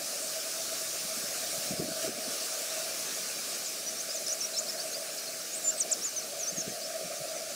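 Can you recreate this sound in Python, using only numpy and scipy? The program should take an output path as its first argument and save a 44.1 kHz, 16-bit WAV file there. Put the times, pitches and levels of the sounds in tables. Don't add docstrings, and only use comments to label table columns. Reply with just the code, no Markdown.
import sys
import numpy as np
from scipy import signal
from scipy.fft import rfft, irfft, next_fast_len
from scipy.io import wavfile
from scipy.ndimage import uniform_filter1d

SR = 44100
rng = np.random.default_rng(int(sys.argv[2]) if len(sys.argv) > 2 else 0)


def master_out(mix):
    frames = np.transpose(np.atleast_2d(mix))
    ceiling = np.clip(frames, -1, 1)
    pcm = np.round(ceiling * 32767).astype(np.int16)
    wavfile.write(sys.argv[1], SR, pcm)


N = 332955
TIME = np.arange(N) / SR
HOP = 256
BINS = np.fft.rfftfreq(4 * HOP, 1 / SR)
FRAMES = np.arange(N // HOP + 5) * HOP / SR

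# (time [s], level [dB], pitch [Hz], length [s])
WING_PUFFS = [(1.053, -45, 199, 0.01), (1.177, -45, 220, .009), (1.243, -43.5, 197, 0.01),
              (1.585, -44.5, 150, .011), (1.712, -35, 187, 0.009), (1.718, -38, 340, 0.0068),
              (1.739, -37, 195, 0.012), (1.799, -27.5, 180, 0.013), (1.824, -30.5, 314, 0.0094),
              (1.843, -39, 245, .016), (1.889, -39.5, 292, 0.013), (1.916, -42, 188, 0.017),
              (2.048, -38, 330, .008), (2.081, -32.5, 400, .01), (2.094, -33.5, 300, 0.007),
              (2.187, -44, 240, 0.013), (2.283, -41, 266, 0.012), (6.53, -44, 200, 0.014),
              (6.585, -41, 165, 0.016), (6.68, -31.5, 205, 0.0085), (6.717, -49, 215, 0.037),
              (7.053, -45, 177, .024), (7.215, -48.5, 150, 0.024)]
# (time [s], treble level [dB], body level [dB])
HISS_COURSE = [(0.0, -45.5, -48.5), (0.06, -43, -48), (1.68, -41.5, -46.5), (1.74, -45, -48),
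               (1.88, -45, -50), (2.06, -41, -44.5), (2.1, -47, -49.5), (2.33, -42, -45.5),
               (3.61, -44, -47), (3.78, -44.5, -49), (6.94, -47.5, -50), (7.55, -47.5, -49)]


def amp(db):
    return 10 ** (np.asarray(db) / 20)


def unit(x):
    return x / np.sqrt(np.mean(x ** 2) + 1e-20)


def colour(points):
    hz, value = np.transpose(points)
    return np.interp(np.log(BINS + 1), np.log(hz + 1), value)


def course(rows, column=1):
    rows = np.array(rows)
    return np.interp(FRAMES, rows[:, 0], rows[:, column])[:, None]


def add(mix, s, sound):
    part = mix[max(round(s * SR), 0):][:len(sound)]
    part += sound[:len(part)]


def waver(size, hz):
    length = next_fast_len(size)
    spectrum = rfft(rng.standard_normal(length))
    lowpass = np.exp(-(np.fft.rfftfreq(length, 1 / SR) / hz) ** 2)
    return unit(irfft(spectrum * lowpass, length))[:size]


def per_band(shape, lo_hz, hi_hz):
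    inside = (BINS > lo_hz) * (BINS < hi_hz)
    return shape / np.sqrt(np.mean(shape ** 2 * inside))


def noise(gain, patchy_db):
    # (frequency [Hz], side over mid [dB])
    width = [(100, -17), (600, -20), (1000, -19), (5000, -23), (9000, -20), (12000, -14.5), (15000, -11)]
    a, b, c, d, patches = rng.standard_normal((5, len(FRAMES), len(BINS)))
    patches = uniform_filter1d(patches, size=8, axis=0)
    patches = unit(uniform_filter1d(patches, size=9, axis=1))
    mid = a + 1j * b
    side = amp(colour(width)) * (c + 1j * d)
    z = np.array([mid + side, mid - side]) * gain * amp(patchy_db * patches)
    sound = signal.istft(z, nperseg=4 * HOP, noverlap=3 * HOP, time_axis=1, freq_axis=2)[1]
    return sound[:, :N] * np.sqrt(3 / (4 * HOP))


def whistle(hz, db, jitter=0.0055, shimmer=0.11):
    size = len(hz)
    pitch = uniform_filter1d(hz, size=130) * (1 + jitter * waver(SR // 4, 430)[:size])
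    loud = amp(db) * (1 + shimmer * waver(SR // 4, 240)[:size])
    loud = loud * signal.windows.tukey(size, .04)
    return np.sqrt(2) * loud * np.sin(2 * np.pi * np.cumsum(pitch) / SR)


def chips(before_bend=2.97, after_bend=1.3, turn_s=0.0022, lag_s=0.0071, onset_db=-45, end_db=-48):
    # (turn time [s], time before [s], time after [s],
    #  start pitch [Hz], turn pitch [Hz], end pitch [Hz], level [dB])
    chip_notes = [(3.66, 0.012, 0.036, 7700, 7250, 6100, -36), (4.008, 0.043, .013, 5450, 6660, 5300, -34),
                  (4.548, .014, 0.015, 4020, 4200, 4000, -37), (4.921, .004, .018, 6600, 6530, 6360, -38),
                  (5.183, 0.009, 0.012, 7150, 5440, 4150, -37.5),
                  (5.279, .01, 0.012, 4150, 4350, 4100, -39), (6.701, .007, .025, 7500, 6470, 5950, -42),
                  (6.845, .035, .03, 4700, 5300, 5440, -40), (7.36, .008, 0.043, 6200, 6100, 5600, -43)]
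    out = np.zeros(N)
    for s, before, after, start_hz, turn_hz, end_hz, db in chip_notes:
        t = np.arange(-before, after, 1 / SR)
        from_turn = np.hypot(t, turn_s) - turn_s
        near = np.clip(1 - from_turn / np.where(t < 0, before, after), 0, 1)
        approach = start_hz + (turn_hz - start_hz) * near ** before_bend
        departure = end_hz + (turn_hz - end_hz) * near ** after_bend
        hz = np.where(t < 0, approach, departure)
        away = np.interp(t, [-before, min(lag_s, after / 2), after], [-1, 0, 1])
        faint_db = np.where(away < 0, onset_db, end_db)
        add(out, s - before, whistle(hz, db + (faint_db - db) * abs(away) ** 0.8))
    return out


def warbles(db=0):
    # (time [s], pitch [Hz], level [dB])
    winding_notes = [
        [(3.86, 5640, -42), (3.877, 6000, -36), (3.888, 5730, -33), (3.906, 6400, -44)],
        [(4.088, 4900, -45), (4.108, 4970, -36), (4.132, 5760, -44), (4.141, 7600, -41), (4.16, 6500, -36),
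         (4.18, 5800, -40), (4.205, 5450, -54)],
        [(4.264, 6500, -34), (4.273, 5300, -33.5), (4.283, 4820, -39), (4.303, 6150, -32.5), (4.316, 5700, -34),
         (4.322, 5760, -31), (4.33, 6950, -30), (4.34, 6300, -36)],
        [(4.406, 6500, -37), (4.413, 6050, -29.5), (4.42, 5470, -36), (4.441, 5480, -35), (4.452, 5860, -30),
         (4.461, 5570, -38)],
        [(4.561, 4820, -41), (4.568, 5380, -33), (4.582, 5360, -31), (4.588, 6170, -28), (4.593, 7740, -27.5),
         (4.601, 6260, -33)],
        [(4.664, 4100, -46), (4.68, 4450, -42), (4.691, 5300, -36), (4.699, 5470, -33), (4.708, 4950, -38)],
        [(4.775, 4140, -46), (4.787, 4440, -41), (4.797, 4370, -44), (4.803, 4920, -31), (4.811, 4560, -43.5),
         (4.824, 4300, -44)],
        [(4.93, 4000, -42), (4.953, 4880, -36), (4.975, 4900, -49)],
        [(5.53, 6750, -38), (5.542, 6670, -36), (5.556, 8020, -39), (5.581, 8300, -39), (5.586, 7650, -40)],
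        [(5.638, 7550, -44), (5.648, 7180, -32.5), (5.672, 7090, -30), (5.684, 7170, -24), (5.692, 7090, -23),
         (5.7, 7370, -29), (5.705, 7300, -27), (5.711, 7400, -41)],
        [(5.774, 7600, -44), (5.781, 8200, -38), (5.793, 8350, -38), (5.8, 8560, -32), (5.805, 8070, -25),
         (5.811, 6670, -23.5), (5.815, 6050, -29.5), (5.823, 5920, -28), (5.828, 5200, -37), (5.836, 4300, -46)],
        [(5.897, 5300, -44), (5.907, 4450, -43), (5.912, 5660, -34), (5.917, 7600, -26), (5.922, 8100, -26),
         (5.93, 6800, -22), (5.937, 5040, -37), (5.945, 3950, -46)],
        [(6.01, 4950, -43), (6.026, 5630, -38), (6.037, 5850, -36), (6.044, 6850, -33), (6.053, 7140, -29.5),
         (6.067, 6660, -35), (6.098, 5900, -42)],
        [(6.162, 6480, -36), (6.166, 6400, -33), (6.183, 5990, -32), (6.196, 5980, -36), (6.213, 4600, -52),
         (6.232, 4120, -43)],
        [(6.386, 7440, -44), (6.412, 6430, -34), (6.424, 6300, -43), (6.435, 5920, -31), (6.449, 5480, -43),
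         (6.467, 5600, -40), (6.477, 5970, -33), (6.496, 6460, -31), (6.503, 5950, -37)],
        [(6.562, 6700, -41), (6.575, 6680, -38), (6.583, 6450, -32), (6.594, 6360, -35), (6.603, 6840, -34),
         (6.61, 6350, -33), (6.617, 5500, -36), (6.624, 5200, -43)],
    ]
    out = np.zeros(N)
    for note in winding_notes:
        s, hz, level = np.transpose(sorted(note))
        t = np.arange(s[0], s[-1], 1 / SR)
        add(out, s[0], whistle(np.interp(t, s, hz), db + np.interp(t, s, level)))
    return out


def droplet(hz, cycles):
    u = np.arange(0, 5, hz / cycles / SR)
    ring = np.exp(-u) * np.sin(2 * np.pi * cycles * u * (1 + 0.051 * u))
    highpass = signal.butter(3, 1800, "high", fs=SR, output="sos")
    return signal.sosfilt(highpass, np.concatenate([ring, np.zeros(SR // 200)]))


def splashes(drops_per_s=900, spread_db=4, count=24):
    # (start [s], end [s], level [dB], wing strokes [1/s])
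    bouts = [(0, .45, -60, 21), (3.4, 3.87, -57, 26), (6.9, 7.4, -59, 19.7)]
    effort = np.zeros(N)
    for start, end, db, beat in bouts:
        span = (TIME > start) & (TIME < end)
        strokes = 1 + 0.74 * np.sin(2 * np.pi * beat * TIME[span])
        effort[span] = amp(db) * signal.windows.tukey(span.sum(), .4) * strokes
    falls = rng.random(N) < drops_per_s / SR
    drops = falls * amp(spread_db * np.minimum(rng.exponential(1, N), 4))
    kind = rng.integers(0, count, N)
    spray = np.zeros(N)
    for k, hz in enumerate(np.linspace(2600, 10500, count)):
        spray += signal.oaconvolve(drops * (kind == k), droplet(hz, 1.1))[:N]
    return effort * unit(spray)


def taps(decay_s=.0009):
    # (time [s], level ahead of the band-pass [dB])
    ticks = [(4.283, -16)]
    out, t = np.zeros(N), np.arange(SR // 100) / SR
    for s, db in ticks:
        add(out, s, amp(db) * np.exp(-t / decay_s) * rng.standard_normal(len(t)))
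    return signal.sosfilt(signal.butter(4, [4000, 10000], "band", fs=SR, output="sos"), out)


def garden(x, wet_db=-17, t60=0.11):
    t = np.arange(SR // 2) / SR
    echoes = rng.standard_normal((2, len(t))) * (rng.random((2, len(t))) < .05)
    tail = echoes * (t > .004) * amp(-60 * t / t60)
    tail /= np.linalg.norm(tail, axis=1, keepdims=True)
    return x + amp(wet_db) * signal.fftconvolve(x[None], tail, axes=1)[:, :N]


def wings(db=0, turbulence=0.65, swirl_hz=200, swirl_ratio=1.52):
    out = np.zeros(N)
    swirl = waver(N, swirl_hz)
    for s, level, hz, length in WING_PUFFS:
        span = abs(TIME - s) < 2 * length
        t = TIME[span] - s
        swing = -np.cos(2 * np.pi * hz * t)
        eddies = swirl[span] * np.sin(2 * np.pi * swirl_ratio * hz * t)
        envelope = np.sqrt(2) * amp(db + level) * np.exp(-(2 * t / length) ** 2)
        out[span] += envelope * (swing + turbulence * eddies)
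    return signal.sosfiltfilt(signal.butter(1, 70, "high", fs=SR, output="sos"), out)


def wake(db=-11.0, rise_s=.013, decay_s=.036, hz=210):
    s, level = np.transpose(WING_PUFFS)[:2]
    t = FRAMES[:, None] - s
    power = (amp(db + level) * np.exp(-abs(t) / np.where(t < 0, rise_s, decay_s))) ** 2
    shape = unit(np.exp(-2 * np.log((BINS + 1) / hz) ** 2))
    return noise(shape * np.sqrt(power.sum(axis=1, keepdims=True)), patchy_db=-1.5)


def hiss():
    # (frequency [Hz], relative level per Hz [dB])
    hiss_colour = [(60, -67), (800, -20), (960, -12), (1160, -5), (1650, -4.5), (2000, -9), (2320, -4),
                   (3300, -8.5), (4000, -4), (5500, 0), (7500, -3.5), (10000, -6), (11800, -14),
                   (14500, -10), (15800, -15.5)]
    shape = amp(colour(hiss_colour))
    treble = per_band(shape, 9000, 15500) * amp(course(HISS_COURSE))
    body = per_band(shape, 1200, 3500) * amp(course(HISS_COURSE, column=2))
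    share = colour([(2500, 0.031), (6000, 0.6), (12000, 0.9)])
    return noise(share * treble + (1 - share) * body, patchy_db=1.66)


def hum():
    # (frequency [Hz], width [Hz], relative level [dB])
    modes = [(644, 19.3, 0), (641, 78, -2.5), (577.7, 32, -3), (703, 45, -8), (488, 29, -13.5)]
    out = np.zeros(N)
    for hz, width, level in modes:
        cosine = waver(N, width) * np.cos(2 * np.pi * hz * TIME)
        sine = waver(N, width) * np.sin(2 * np.pi * hz * TIME)
        out += amp(level) * (cosine + sine)
    return unit(out)


def drone(db=0.0, flutter_db=2.5, steadiness=0.39, lull_at_s=6.06, lull_length_s=0.054, lull_db=-26):
    swells = [(0.0, -46.5), (0.7, -50.5), (1.05, -50.5), (1.4, -47), (1.98, -43.5), (2.06, -42),
              (2.11, -46), (2.86, -44), (3.12, -53.5), (3.6, -51.5), (4.27, -45), (4.35, -44), (4.39, -54),
              (4.48, -49.5), (5.05, -43.5), (5.22, -52.5), (5.8, -44.5), (6.16, -47.5), (6.95, -43),
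              (7.35, -41), (7.55, -48)]
    s, level = np.transpose(swells)
    lull = lull_db * np.exp(-((TIME - lull_at_s) / lull_length_s) ** 2)
    tone = hum()
    tone = unit(tone / uniform_filter1d(tone ** 2, size=5000) ** steadiness)
    side = amp(-24) * hum()
    flutter = unit(amp(flutter_db * waver(N, 25)))
    loud = amp(db + np.interp(TIME, s, level) + lull) * flutter
    return loud * (tone + np.array([side, -side]))


def throbs(db=0, hz=645, length_s=0.016):
    # (time [s], level [dB])
    pulses = [(.09, -41.5), (.24, -43), (.37, -40), (.47, -43), (.61, -44), (.73, -42.5), (.84, -44),
              (1.12, -43), (1.89, -39.5), (2.05, -35), (3.18, -42.5), (6.96, -36)]
    out = np.zeros(N)
    for s, level in pulses:
        swell = np.sqrt(2) * amp(db + level) * np.exp(-((TIME - s) / length_s) ** 2)
        out += swell * np.cos(2 * np.pi * (hz * TIME + rng.random()))
    return out


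def rumble(db=-50.5, follow=0.46):
    # (frequency [Hz], relative level per Hz [dB])
    rumble_colour = [(20, -35), (55, -35), (85, -17), (130, -7.5), (175, -1), (300, 0.8), (480, 3.5),
                     (760, -1), (930, -7), (1400, -24.5)]
    # (time [s], level [dB])
    bass_course = [(0, -6), (1.9, 9), (2.35, -19), (2.8, -8), (3.05, 1), (4, -4), (7.5, -3)]
    swell = course(HISS_COURSE, column=2)
    bass = course(bass_course) / (1 + (BINS / 130) ** 4)
    level = db + bass + follow * (swell - swell.mean())
    return noise(unit(amp(colour(rumble_colour))) * amp(level), patchy_db=1.5)


def hollow(x, centre_hz=970, width_hz=85):
    # (time [s], depth [dB])
    depths = [(0, 6), (2.4, 8), (2.85, 2), (3.6, 9), (4.33, 17), (4.42, 4), (5.6, 11), (6.1, 4), (6.4, 8),
              (6.85, 27), (7.5, 17)]
    hz, s, z = signal.stft(x, SR, nperseg=8 * HOP, noverlap=6 * HOP)
    depth = np.interp(s, *np.transpose(depths))
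    notch = np.exp(-((hz[:, None] - centre_hz) / width_hz) ** 2)
    return signal.istft(z * amp(-depth * notch), SR, nperseg=8 * HOP, noverlap=6 * HOP)[1][:, :N]


def scene():
    birds = garden(chips() + warbles() + splashes() + taps())
    air = wings() + wake()
    background = hollow(hiss() + drone() + throbs() + rumble())
    return birds + air + background


def record(dry):
    lowpass = signal.firwin(1023, 15750, window=("kaiser", 9), fs=SR)
    return signal.oaconvolve(dry, lowpass[None], "same")


dry = scene()
out = record(dry)
master_out(out)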